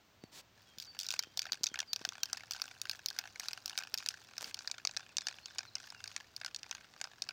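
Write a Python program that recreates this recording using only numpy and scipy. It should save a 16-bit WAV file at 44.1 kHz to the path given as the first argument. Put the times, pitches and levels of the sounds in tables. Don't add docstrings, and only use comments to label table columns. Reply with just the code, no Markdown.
import sys
import numpy as np
from scipy import signal
from scipy.fft import rfft, irfft
from scipy.io import wavfile

SR = 44100
rng = np.random.default_rng(int(sys.argv[2]) if len(sys.argv) > 2 else 0)


def materialize(psi):
    bounded = np.clip(np.atleast_2d(psi).T, -1, 1)
    quanta = np.round(bounded * 32767).astype(np.int16)
    wavfile.write(sys.argv[1], SR, quanta)


N = 322812
TIME = np.arange(N) / SR

# start_s, cap_level_db, wall_level_db
KNOCKS = [(0.7844, -43.5, -68), (0.8001, -41, -64), (0.8239, -44.5, -72), (0.9898, -35, -58),
          (1.0004, -39, -60), (1.0112, -38.5, -60), (1.0326, -41.5, -59), (1.0654, -39, -73),
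          (1.0868, -34, -50), (1.1056, -32.5, -66), (1.1138, -37, -52), (1.1242, -39.5, -51),
          (1.1386, -37, -39.5), (1.1917, -25.5, -37.5), (1.226, -45, -65), (1.374, -32.5, -47),
          (1.3928, -28.5, -52.5), (1.4186, -36, -49.5), (1.4542, -44, -41.5), (1.4664, -47, -43.5),
          (1.5207, -28, -41.5), (1.531, -33.5, -47), (1.6342, -30, -50), (1.6405, -26, -46),
          (1.6597, -39, -53), (1.6675, -29.5, -63), (1.7415, -40.5, -38.5), (1.7572, -42, -39),
          (1.7898, -34, -38), (1.8031, -30.5, -42), (1.9321, -27.5, -44.5), (1.9612, -33.5, -47.5),
          (2.0509, -30.5, -35), (2.0899, -34, -48.5), (2.2326, -27, -43.5), (2.2566, -41, -57),
          (2.3307, -30, -41), (2.3713, -41.5, -49), (2.5095, -33.5, -47), (2.5195, -39, -52),
          (2.5348, -39.5, -74), (2.6178, -30, -42.5), (2.8156, -34, -53), (2.8541, -44, -42),
          (2.8958, -30.5, -40.5), (2.9124, -36, -55), (3.0603, -29.5, -53), (3.085, -34.5, -60),
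          (3.103, -39.5, -64), (3.188, -29.5, -38), (3.239, -52, -46), (3.3974, -36, -46.5),
          (3.4847, -32, -45), (3.532, -36, -46), (3.6587, -34, -49), (3.6786, -40.5, -51),
          (3.696, -39, -52), (3.7769, -30, -38), (3.7866, -33.5, -42), (3.8354, -43, -44),
          (3.941, -29, -41), (3.9756, -35.5, -56), (3.9848, -39, -63), (4.0613, -33, -42.5),
          (4.0876, -28.5, -51), (4.3801, -35.5, -44.5), (4.4427, -37.5, -51), (4.544, -35, -52.5),
          (4.5901, -40.5, -52), (4.6747, -33, -43), (4.7139, -33.5, -51), (4.7818, -45.5, -45),
          (4.8509, -29, -38.5), (4.8726, -28.5, -50), (4.9657, -34.5, -44), (4.971, -32, -42),
          (5.1691, -30.5, -62), (5.1833, -29.5, -43), (5.2084, -42.5, -60), (5.2689, -31, -39.5),
          (5.2849, -35.5, -41.5), (5.458, -40, -52.5), (5.584, -32.5, -42), (5.5904, -33.5, -43),
          (5.7537, -32, -49), (5.9026, -43.5, -62), (6.0408, -39, -47.5), (6.076, -41, -55),
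          (6.1634, -34.5, -40), (6.3641, -38, -77), (6.4137, -42.5, -42), (6.4473, -38, -41.5),
          (6.462, -35.5, -42), (6.5465, -37.5, -54.5), (6.562, -37.5, -64), (6.6312, -41.5, -50.5),
          (6.7115, -34, -40), (6.7496, -42, -45.5), (7.0141, -35.5, -40), (7.041, -37.5, -44),
          (7.2209, -31, -50.5), (7.2892, -34, -39)]
# low_hz, high_hz
PART_RANGES = [(500, 2147), (2100, 8020), (9500, 23500)]
# pitch_hz, width_hz, level_db
CAN_MODES = [(776, 437, -11.5), (885, 134, -20), (1450, 230, -7), (1610, 156, -5), (2240, 104, -11),
             (2583, 284, 0), (3200, 790, -2.5), (3705, 273, 4), (4663, 810, 9.5), (5300, 180, 2),
             (5670, 1040, 4), (6620, 200, 1), (8580, 2350, -9), (12400, 2000, -13.5), (14970, 1200, -9.5)]
# time_s, tick_above_caps_db, top_modes_db (the modes above 10 kHz)
COATING = [(0.8, -16.5, -1), (1.7, -27, 14), (2.8, -17, -2), (4.1, -18.5, 1), (4.7, -32, 11), (5.6, -34, 1),
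           (6.0, -19.5, -15), (7.32, -23.5, -14)]
# fastest_s, level_db
RUNS = [(1.031, -64), (1.13, -64), (1.462, -65), (2.06, -57.5), (2.319, -57.5), (2.592, -54.5), (2.88, -59),
        (3.171, -56.5), (3.451, -54.5), (3.751, -56.5), (4.02, -56), (4.2, -64.5), (4.408, -59),
        (4.63, -59.5), (4.978, -64), (5.27, -58.5), (5.532, -61), (5.829, -58.5), (6.101, -59),
        (6.44, -66.5), (6.72, -62.5), (7.02, -63), (7.271, -65.5)]
# start_s, end_s, cap_level_db
FLURRIES = [(.8, .85, -54), (.99, 1.059, -48.5), (1.091, 1.166, -53), (3.41, 3.48, -56), (3.974, 4.0, -50),
            (5.819, 5.89, -60.5), (6.085, 6.149, -62.5)]
# start_s, level_db, pitch_hz
BUMPS = [(.238, -31.5, 206), (0.777, -43, 139.3), (1.271, -45.5, 295), (1.533, -45.5, 292),
         (1.61, -42.5, 264.5), (1.716, -42, 220.2), (2.013, -40, 358), (2.075, -43.5, 225),
         (3.938, -44.5, 356)]
# start_s, length_s, level_db
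BRUSHES = [(0.317, 0.098, -52.5), (4.4, 0.115, -53.5)]
# frequency_hz, level_db (relative)
BRUSH_COLOUR = [(60, -2), (250, 0), (1500, -4), (4500, 1), (7500, -4), (11000, -15.5), (16000, -19)]
# start_s, peak_db
SNAPS = [(4.4098, -27.5), (4.417, -33), (4.4206, -28), (4.4277, -27), (4.497, -38)]
# first_s, length_s, slide_s, start_hz, end_hz, level_db
SONG = [(0.861, 0.064, 0.0147, 5180, 4550, -51), (1.168, 0.11, 0.04, 3620, 3170, -60.5)]
# start_s, length_s, slide_s, start_hz, end_hz, level_db
WHISTLES = [(.21, .068, 0.025, 4560, 4500, -66.5), (.661, 0.092, .035, 3450, 3230, -65.5),
            (4.975, 0.019, 0.024, 2570, 2500, -60), (5.016, 0.03, 0.032, 3660, 3390, -61),
            (5.09, .031, .025, 2848, 2489, -62), (5.191, 0.11, 0.062, 3520, 3447, -63),
            (5.207, 0.11, .033, 5900, 5130, -60), (5.294, .03, 0.031, 4900, 3682, -56),
            (5.426, .041, .023, 4140, 4540, -56.5), (5.467, 0.035, .02, 4200, 3660, -57.5),
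            (5.53, 0.029, 0.022, 4280, 3450, -64), (5.595, 0.069, 0.041, 4700, 3760, -66),
            (5.672, 0.024, .027, 4360, 3760, -53.5), (5.927, 0.099, 0.059, 2912, 2733, -61.5)]
# frequency_hz, level_db (relative)
AIR_COLOUR = [(25, 14), (45, -3.5), (70, 6), (110, 0), (170, 1.5), (400, -2.5), (800, -3), (1600, -6.5),
              (3200, -8), (6000, -12), (8000, -20.5), (10500, -33), (16000, -23)]
# pitch_hz, level_db
HUM = [(101.5, -78), (121.6, -80)]

PAUSE_S, FIRST_TICK_DB = 0.1, 5
KNOCK_MEAN_CONTACT_MS, GLANCE_CONTACT_MS, GLANCE_TICK_DB = 1.61, 1.69, -2.5
REBOUND_MIN_S, REBOUND_MAX_S, REBOUND_CAP_LOSS_DB, REBOUND_WALL_LOSS_DB = 0.012, 0.045, 18, 8
TAP_LAG_S, TAP_SPREAD_S, TAP_WALL_DB, TAP_CAP_DB, TAP_SCATTER_DB = 0.015, 0.1, 8, 5, 2.5
FLURRY_STEP_S, FLURRY_WALL_LOSS_DB, FLURRY_CONTACT_MS = 0.007, 15, 2.2
REGRIP_S, REGRIP_DB = 6.9, 4.5
SWELL_DB_PER_S, FADE_DB_PER_S = 115, 65
STIR_FROM_S, STIR_DB = 0.55, -69.5
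FLIGHT_S, FLIGHT_HUSH_DB = 0.012, 6.5
SONG_PERIOD_S = 0.506
CUTOFF_HZ = 16000


def knocks(chatter=0.11, linger=0.98, spot_db=2.0, detune=0.032, rounding=6,
           trims_db=(-0.3, -0.3, -2), usual_tick_db=-18, hardness=0.63):
    t = np.arange(1024) / SR
    level_span = 0.005 * SR
    filters = [band_pass(low, high, order=3) for low, high in PART_RANGES]
    mode_hz = np.array(CAN_MODES)[:, 0]
    treble_octaves = np.maximum(np.log2(mode_hz / 7500), 0)
    lowest, highest = mode_hz < 1100, mode_hz > 10000
    coat_s, coat_tick_db, coat_top_db = np.transpose(COATING)
    out = np.zeros(N)
    for s, cap_db, wall_db, contact_ms, extra_tick_db in contacts():
        tick_db = cap_db + np.interp(s, coat_s, coat_tick_db) + extra_tick_db
        chatter_decay_s = linger * contact_ms / 1000
        force = chatter * contact_ms * rng.standard_normal(len(t)) * np.exp(-t / chatter_decay_s)
        force[0] += 1
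        force[np.argmin(np.abs(t - rng.uniform(0.0012, 0.0024)))] += 0.3
        bright_db = hardness * (tick_db - cap_db - usual_tick_db) * treble_octaves
        spot, shift = rng.standard_normal((2, len(CAN_MODES)))
        coat_db = np.interp(s, coat_s, coat_top_db) * highest
        grip_db = REGRIP_DB * (s > REGRIP_S) * lowest
        gains_db = spot_db * spot + bright_db + coat_db + grip_db
        ring = ring_can(force, gains_db, 1 + detune * shift, rounding)
        for sos, level_db, trim_db in zip(filters, (wall_db, cap_db, tick_db), trims_db):
            part = signal.sosfilt(sos, ring)
            part *= np.sqrt(level_span) / np.linalg.norm(part)
            add(out, s, from_db(level_db + trim_db) * part)
    return out


def contacts(taps_per_run=7):
    hard, glancing, last_s = [], [], 0
    for s, cap_db, wall_db in KNOCKS:
        contact_ms = KNOCK_MEAN_CONTACT_MS * rng.uniform(0.5, 1.5)
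        hard.append((s, cap_db, wall_db, contact_ms, FIRST_TICK_DB * (s - last_s > PAUSE_S)))
        rebound_s = s + rng.uniform(REBOUND_MIN_S, REBOUND_MAX_S)
        glancing.append((rebound_s, cap_db - REBOUND_CAP_LOSS_DB, wall_db - REBOUND_WALL_LOSS_DB))
        last_s = s
    for s, db in RUNS:
        for place in np.linspace(-1, 1, taps_per_run):
            slip, cap, wall = rng.uniform(-1, 1, size=3)
            tap_s = s + TAP_LAG_S + TAP_SPREAD_S * (place + slip / taps_per_run)
            cap_db = db + TAP_CAP_DB + TAP_SCATTER_DB * cap
            wall_db = db + TAP_WALL_DB + TAP_SCATTER_DB * wall
            glancing.append((tap_s, cap_db, wall_db))
    soft = [(*touch, GLANCE_CONTACT_MS, GLANCE_TICK_DB) for touch in glancing
            if until_knock(touch[0]) > FLIGHT_S]
    flurries = []
    for start, end, db in FLURRIES:
        for s in np.arange(start, end, FLURRY_STEP_S):
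            grain_s = s + FLURRY_STEP_S * rng.random()
            flurries.append((grain_s, db, db - FLURRY_WALL_LOSS_DB, FLURRY_CONTACT_MS, 0))
    return hard + soft + flurries


def ring_can(force, gains_db, shifts, rounding):
    out = np.zeros(len(force))
    signs = rng.choice([-1, 1], len(CAN_MODES))
    for (hz, width_hz, db), gain_db, shift, sign in zip(CAN_MODES, gains_db, shifts, signs):
        mode = resonate(resonate(force, hz * shift, width_hz), hz * shift, width_hz * rounding)
        out += sign * from_db(db + gain_db) * mode
    return out


def rolling(size_db=4.0, dull_db=-6, hardness_db=-1.0, spot_db=4, detune=0.071, rounding=5,
            touch_decay_s=0.0017, hollow_db=-3, spot_count=96, touches_per_s=260):
    t = np.arange(512) / SR
    mode_hz = np.array(CAN_MODES)[:, 0]
    octaves = np.log2(mode_hz / mode_hz[0])
    spots = []
    for hardness in rng.standard_normal(spot_count):
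        spot, shift = rng.standard_normal((2, len(CAN_MODES)))
        force = rng.standard_normal(len(t)) * np.exp(-t / touch_decay_s)
        tilt_db = (dull_db + hardness_db * hardness) * octaves
        spots.append(rms_one(ring_can(force, spot_db * spot + tilt_db, 1 + detune * shift, rounding)))
    swirl = np.zeros(N)
    for s in np.arange(0, N / SR, 1 / touches_per_s):
        size = from_db(size_db * np.clip(rng.standard_normal(), -2, 2))
        add(swirl, s + rng.random() / touches_per_s, size * spots[rng.integers(spot_count)])
    hollow = swirl + from_db(hollow_db) * resonate(swirl, 1600, 720)
    return roll_level() * rms_one(hollow)


def roll_level():
    power = from_db(STIR_DB) ** 2 * (TIME > STIR_FROM_S)
    for s, db in RUNS:
        drop_db = np.maximum(SWELL_DB_PER_S * (s - TIME), FADE_DB_PER_S * (TIME - s))
        power = power + from_db(db - drop_db) ** 2
    hush_db = FLIGHT_HUSH_DB * np.exp(-until_knock(TIME) / FLIGHT_S)
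    return np.sqrt(power) * from_db(-hush_db)


def until_knock(s):
    knock_s = np.append(np.sort(np.array(KNOCKS)[:, 0]), np.inf)
    return knock_s[np.searchsorted(knock_s, s)] - s


def handling(bump_decay_s=0.00083, edge_db=-9, edge_decay_s=0.0016, snap_decay_s=0.00015, crest=0.74):
    out, t = np.zeros(N), np.arange(2048) / SR
    for s, db, hz in BUMPS:
        pulse = 2 * np.sin(2 * np.pi * hz * t) * np.exp(-t / bump_decay_s)
        thud = signal.sosfilt(band_pass(144, 1050), pulse)
        scrape = rng.standard_normal(len(t)) * np.exp(-t / edge_decay_s)
        edge = signal.sosfilt(band_pass(400, 4300), scrape)
        add(out, s, from_db(db) * (thud + from_db(edge_db) * edge / np.abs(edge).max()))
    for s, db in SNAPS:
        burst = rng.standard_normal(len(t)) * np.exp(-t / snap_decay_s)
        snap = signal.sosfilt(band_pass(500, 6600), burst)
        add(out, s, from_db(db) * snap / np.abs(snap).max())
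    pressure = np.zeros(N)
    for s, length, db in BRUSHES:
        stroke = np.interp(TIME, [s, s + crest * length, s + length], [0, 1, 0])
        pressure += from_db(db) * stroke ** 0.42
    return out + pressure * coloured_noise(BRUSH_COLOUR)


def birds(waver=0.012, wet_db=-6.5):
    out, wobble = np.zeros(N), 1 + waver * drift(130)
    for s, length, slide, start_hz, end_hz, db in song_notes() + list(WHISTLES):
        t = np.arange(int(length * SR)) / SR
        hz = np.interp(t, [0, slide], [start_hz, end_hz]) * wobble[int(s * SR):][:len(t)]
        swell = np.sqrt(np.abs(np.sin(np.pi * t / length)))
        add(out, s, from_db(db) * swell * np.sin(2 * np.pi * np.cumsum(hz) / SR))
    return out + outdoors(out, t60=0.7, wet_db=wet_db, delay=0.04)


def song_notes(count=6):
    notes = []
    for k in range(count):
        first_s, *shape = SONG[k % 2]
        notes.append((first_s + k // 2 * SONG_PERIOD_S, *shape))
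    return notes


def meadow(air_db=-66, hum_width_hz=6.3):
    out = from_db(air_db) * coloured_noise(AIR_COLOUR)
    for hz, db in HUM:
        band = resonate(rng.standard_normal(N), hz, hum_width_hz)
        out += from_db(db) * rms_one(resonate(band, hz, hum_width_hz))
    return out


def outdoors(x, t60, wet_db, delay):
    t = np.arange(SR // 2) / SR
    echoes = rng.standard_normal(len(t)) ** 3 * from_db(-60 * t / t60) * (t > delay)
    return from_db(wet_db) * signal.fftconvolve(x, echoes / np.linalg.norm(echoes))[:N]


def coloured_noise(spectrum):
    hz, db = np.transpose(spectrum)
    bins_hz = np.arange(1, N // 2 + 2) * SR / N
    gain = from_db(np.interp(np.log(bins_hz), np.log(hz), db))
    return rms_one(irfft(rfft(rng.standard_normal(N)) * gain, N))


def drift(rate):
    steps = rng.standard_normal(N // 20)
    return rms_one(np.interp(TIME * rate, np.arange(len(steps)), steps))


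def resonate(x, hz, width_hz):
    r = np.exp(-np.pi * width_hz / SR)
    zeros = np.array([1, 0, -1]) * (1 - r * r) / 2
    poles = [1, -2 * r * np.cos(2 * np.pi * hz / SR), r * r]
    return signal.lfilter(zeros, poles, x)


def band_pass(low_hz, high_hz, order=2):
    return signal.butter(order, [low_hz, min(high_hz, 0.45 * SR)], "band", fs=SR, output="sos")


def from_db(db):
    return 10 ** (np.asarray(db) / 20)


def rms_one(x):
    return x / np.sqrt(np.mean(x ** 2) + 1e-20)


def add(track, s, sound):
    start = max(int(s * SR), 0)
    track[start:start + len(sound)] += sound[:max(N - start, 0)]


def scene():
    can = knocks() + rolling()
    near = outdoors(can, t60=0.038, wet_db=-17, delay=0.0017)
    far = outdoors(can, t60=0.49, wet_db=-35.5, delay=0.015)
    surroundings = handling() + birds() + meadow()
    return (can + near + far + surroundings)[None, :]


def record(dry, port_hz=14800, port_width_hz=700, port_db=7, low_cut_hz=60):
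    thin = signal.sosfilt(signal.butter(2, low_cut_hz, "high", fs=SR, output="sos"), dry)
    coloured = thin + from_db(port_db) * resonate(thin, port_hz, port_width_hz)
    return signal.sosfilt(signal.ellip(8, 0.2, 70, CUTOFF_HZ, fs=SR, output="sos"), coloured)


dry = scene()
out = record(dry)
materialize(out)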